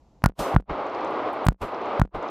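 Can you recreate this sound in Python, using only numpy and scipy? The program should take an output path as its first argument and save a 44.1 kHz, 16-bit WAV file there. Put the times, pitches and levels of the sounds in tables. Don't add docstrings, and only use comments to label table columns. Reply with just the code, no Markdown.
import sys
import numpy as np
from scipy import signal
from scipy.fft import rfft, irfft
from scipy.io import wavfile
from scipy.ndimage import uniform_filter1d

SR = 44100
rng = np.random.default_rng(int(sys.argv[2]) if len(sys.argv) > 2 else 0)


def store_pcm(level_fs):
    pcm = np.round(np.clip(level_fs, -1, 1) * 32767).astype(np.int16)
    wavfile.write(sys.argv[1], SR, np.atleast_2d(pcm).T)


def invert_db(level):
    return 10 ** (np.asarray(level, dtype=float) / 20)


N = 101429
T = np.arange(N) / SR

# f/Hz, relative level/dB
AIR_TINT = [(12, -33), (20, -4.5), (54, 2), (70, 3), (97, -8), (137, -5), (446, -15), (483, -15),
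            (895, -15.5), (1570, -35), (7220, -40), (8700, -54.5), (12000, -51), (15600, -76),
            (22000, -120)]
# t of the main knock/s, level of the echo's hiss/dB, time for the hiss to fall 60 dB/s
SHOTS = [(0.2612, -37, 0.41), (0.5648, -90, 0.19), (1.4858, -48.5, 0.23), (2.0166, -63, 0.14)]
# t after the main knock/s, level/dB, width/s
PIPS = [(-.04, -30, 0.00011), (.02, -30, 0.00017), (.0352, -21.5, 0.00029), (.0393, -33, 0.00013),
        (.0592, -41.5, .0002), (.076, -55, 0.00033)]
# t/s, knock level/dB, ring level/dB, crackle level/dB, whistle level/dB
KNOCKS = [(0.2404, -0.5, -4.5, -19, -25), (0.2606, 0.5, -3, -16.5, -49), (0.544, -13.5, 5.5, -50, -46),
          (0.5637, 1.5, 0.5, -48.5, -47), (1.466, -5.5, 2, -38, -43), (1.486, -0.3, 0.5, -21, -51.5),
          (1.9969, -7, 1, -37.5, -45), (2.0166, -0.5, 0, -37.5, -48.5)]
# f/Hz, level/dB, time to fall 60 dB/s
SUCTION_TONES = [(44, -9.3, .095), (180, -5, .035)]
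# f/Hz, level/dB, time to fall 60 dB/s
PUNCH_TONE = (152, 6.7, .0168)
# f/Hz, level/dB, time to fall 60 dB/s
LINGERING_TONE = (190, -23, 0.11)
CRACKLE_BAND = (1900, 13100)
# t/s, level/dB
SNAPS = [(0.2484, -30.5), (0.5503, -31), (1.4681, -14.5), (1.9982, -22.5), (0.289, -39.5), (.6083, -52),
         (1.4763, -58.5), (1.495, -48), (1.5103, -47.5), (1.5288, -46.5), (2.0248, -49), (2.0386, -55),
         (2.0595, -62.5)]
# f/Hz, relative level/dB
ROAR_TINT = [(15, -38), (25, -65), (43, -47), (70, -35.5), (102, -14.5), (133, -23.5), (324, -3.5),
             (678, -1.5), (1190, -5), (1730, -20.5), (2050, -19), (4190, -33.5), (9000, -64.5),
             (11700, -89), (19800, -120)]
# t/s, level/dB
ROAR_LEVELS = [
    [(0.395, -25.5), (0.423, -26), (0.431, -26), (0.54, -27)],
    [(0.705, -26.5), (0.749, -29), (1.297, -26.5), (1.311, -28.5), (1.451, -29), (1.46, -37.5)],
    [(1.62, -28), (1.676, -35), (1.686, -30.5), (1.832, -31), (1.836, -29), (1.99, -28)],
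    [(2.15, -26.5), (2.208, -34.5), (2.214, -32), (2.3, -29.5)],
]
# f/Hz, relative level/dB
BOOM_TINT = [(12, -40), (20, 7.5), (81, -0.5), (109, -8.5), (163, -1), (300, -12), (390, -46), (660, -120)]
# f/Hz, relative level/dB
HISS_TINT = [(800, -23), (1500, -8), (3000, 2), (6000, -3.5), (11500, -8), (14000, -7), (16000, -41)]
# t/s, level/dB, middle f/Hz, tail level against the tick/dB
TICKS = [(0.8668, -40, 4630, -17), (0.8976, -36, 4200, -27), (0.949, -29.5, 4030, -30),
         (0.9563, -51, 5000, -35), (1.0087, -32, 3800, -31), (1.048, -37, 5730, -32),
         (1.0765, -34.5, 4350, -32), (1.109, -48, 11100, -24), (1.332, -48, 11000, -14),
         (1.451, -45.5, 10670, -0.5), (1.746, -37.5, 4300, -20), (1.818, -37.5, 4200, -34),
         (1.859, -39, 4630, -35), (2.228, -40, 4860, -35), (2.28, -44, 5000, -31),
         (2.287, -30.5, 3880, -29)]

SHUT_S, OPEN_S = 0.093, 0.038


def coloured(points):
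    hz, db = np.array(points, float).T
    f = np.fft.rfftfreq(N, 1 / SR) + 1
    tint = invert_db(np.interp(np.log(f), np.log(hz), db, -120, -120))
    x = irfft(rfft(rng.standard_normal(N)) * tint, N)
    return x / x.std()


def bell(at, width, shape=2):
    return np.exp(-np.abs((T - at) / width) ** shape / 2)


def decay(at, t60):
    return (T >= at) * invert_db(-60 * np.clip(T - at, 0, 9) / t60)


def spread(x, other):
    treble = signal.butter(8, 2900, "high", fs=SR, output="sos")
    side = signal.sosfilt(treble, other)
    return np.array([x + side, x - side])


def air():
    level_db, after_db, wide_db = -57.5, -7, -7.5
    level = invert_db(level_db + after_db * (T > SHOTS[0][0]))
    return level * spread(coloured(AIR_TINT), invert_db(wide_db) * coloured(AIR_TINT))


def pips():
    out = 0
    for at, *_ in SHOTS:
        for late, db, width in PIPS:
            out = out - invert_db(db) * bell(at + late, width, 1.23)
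    return out


def ring(at, ring_db):
    lead_s, rise_s, settle_s = 0.00043, 0.00026, 0.003
    age = T - at + lead_s

    def tone(hz, db, t60):
        return invert_db(db - 60 * np.abs(age) / t60) * np.cos(2 * np.pi * hz * age)

    settle = invert_db(ring_db * np.clip(age / settle_s, 0, 1))
    upwards = tone(*PUNCH_TONE) + tone(*LINGERING_TONE)
    downwards = tone(*SUCTION_TONES[0]) + settle * tone(*SUCTION_TONES[1])
    onset = 0.5 + 0.5 * np.tanh(age / rise_s)
    return onset * settle * (upwards - downwards)


def knocks():
    hump_s, hump_db = 0.0014, -16.7
    fall_s, rise_s, hollow_db, hollow_shape = 0.00017, 0.000175, 1.6, 1.6
    deeper = 0.1
    out = 0
    for at, db, ring_db, *_ in KNOCKS:
        hump = invert_db(hump_db) * bell(at, hump_s)
        hollow_width = np.where(T < at, fall_s, rise_s)
        hollow = invert_db(hollow_db - deeper * ring_db) * bell(at, hollow_width, hollow_shape)
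        out = out + invert_db(db) * (hump - hollow + ring(at, ring_db))
    return out


def whistles():
    hz, rough, rough_hz = 1433, 0.33, 510
    length_s, edge_s = 0.035, 0.019
    waver = 1 + rough * coloured([(1, 0), (rough_hz, 0)])
    out = 0
    for at, _, _, _, db in KNOCKS:
        held = np.clip((at + length_s - T) / edge_s, 0, 1) * (T > at)
        out = out + invert_db(db) * held * waver * np.cos(2 * np.pi * hz * (T - at))
    return out


def crackle():
    burst_s, dip_s, dip_db, wide_db = 0.0004, 0.00005, 3.5, -26
    band = signal.butter(1, CRACKLE_BAND, "band", fs=SR, output="sos")
    grit = signal.sosfilt(band, rng.standard_normal((2, N)))
    burst = dip = 0
    for at, _, _, db, _ in KNOCKS:
        burst = burst + invert_db(db) * bell(at, burst_s)
        dip = dip + invert_db(db + dip_db) * bell(at, dip_s)
    return spread(burst * grit[0] - dip, invert_db(wide_db) * burst * grit[1])


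def snaps():
    snap_s = 0.00025
    out = 0
    for at, db in SNAPS:
        out = out + invert_db(db) * np.sign(T - at) * np.exp(-np.abs(T - at) / snap_s)
    return out


def gap():
    fade_s, fade_power, reopen_db, climb = 0.021, 2, -51.5, 0.62
    gain = 1
    for at, *_ in SHOTS:
        closing = np.clip((at - T) / fade_s, 0, 1) ** fade_power
        back = np.clip((T - at - SHUT_S) / OPEN_S, 0, 1)
        opening = (back > 0) * invert_db(reopen_db * (1 - back) ** climb)
        gain = gain * np.maximum(closing, opening)
    return gain


def echo():
    flicker_db, flicker_hz = 1.5, 26.07
    boom_db, boom_t60_s, boom_hold_s = -30, 0.086, 0.022
    wide_roar_db, wide_hiss_db, wide_late_s = -15, -2, 0.037

    s, db = np.concatenate(ROAR_LEVELS).T
    k = int(SR / flicker_hz)
    steps = np.repeat(rng.standard_normal(N // k + 1), k)
    flicker = uniform_filter1d(steps, k)[:N]
    roar = invert_db(np.interp(T, s, db) + flicker_db * flicker) * (T > SHOTS[0][0])

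    def held_fall(at, hold, t60):
        age = T - at - SHUT_S - OPEN_S - hold
        return (T > at) * invert_db(-60 * np.clip(age, 0, 9) / t60)

    boom = invert_db(boom_db) * sum(held_fall(at, boom_hold_s, boom_t60_s) for at, *_ in SHOTS)
    hiss = sum(invert_db(db) * held_fall(at, 0, t60) for at, db, t60 in SHOTS)
    middle = roar * coloured(ROAR_TINT) + hiss * coloured(HISS_TINT) + boom * coloured(BOOM_TINT)
    wide_roar = invert_db(wide_roar_db) * roar * coloured(ROAR_TINT)
    wide_hiss = invert_db(wide_hiss_db) * hiss * coloured(HISS_TINT)
    widen = np.roll(gap(), int(wide_late_s * SR))
    return spread(middle, widen * (wide_roar + wide_hiss))


def faint_ticks():
    tick_t60_s, tail_t60_s, width, wide_db = 0.003, 0.13, 0.42, -5
    out = 0
    for at, db, hz, tail_db in TICKS:
        edges = [hz / (1 + width), hz * (1 + width)]
        band = signal.butter(4, edges, "band", fs=SR, output="sos")
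        fall = decay(at, tick_t60_s) + invert_db(tail_db) * decay(at, tail_t60_s)
        out = out + invert_db(db) * signal.sosfilt(band, rng.standard_normal(N) * fall)
    return spread(out, invert_db(wide_db) * out)


def scene():
    background = air() + echo() + faint_ticks()
    centred = pips() + knocks() + whistles() + snaps()
    return centred + crackle() + gap() * background


def roll_off(x):
    return signal.sosfilt(signal.butter(12, 16660, fs=SR, output="sos"), x)


def record(dry):
    low_pass = signal.ellip(8, 0.2, 60, 16600, fs=SR, output="sos")
    mix = signal.sosfiltfilt(low_pass, dry)
    return roll_off(mix)


dry = scene()
out = record(dry)
store_pcm(out)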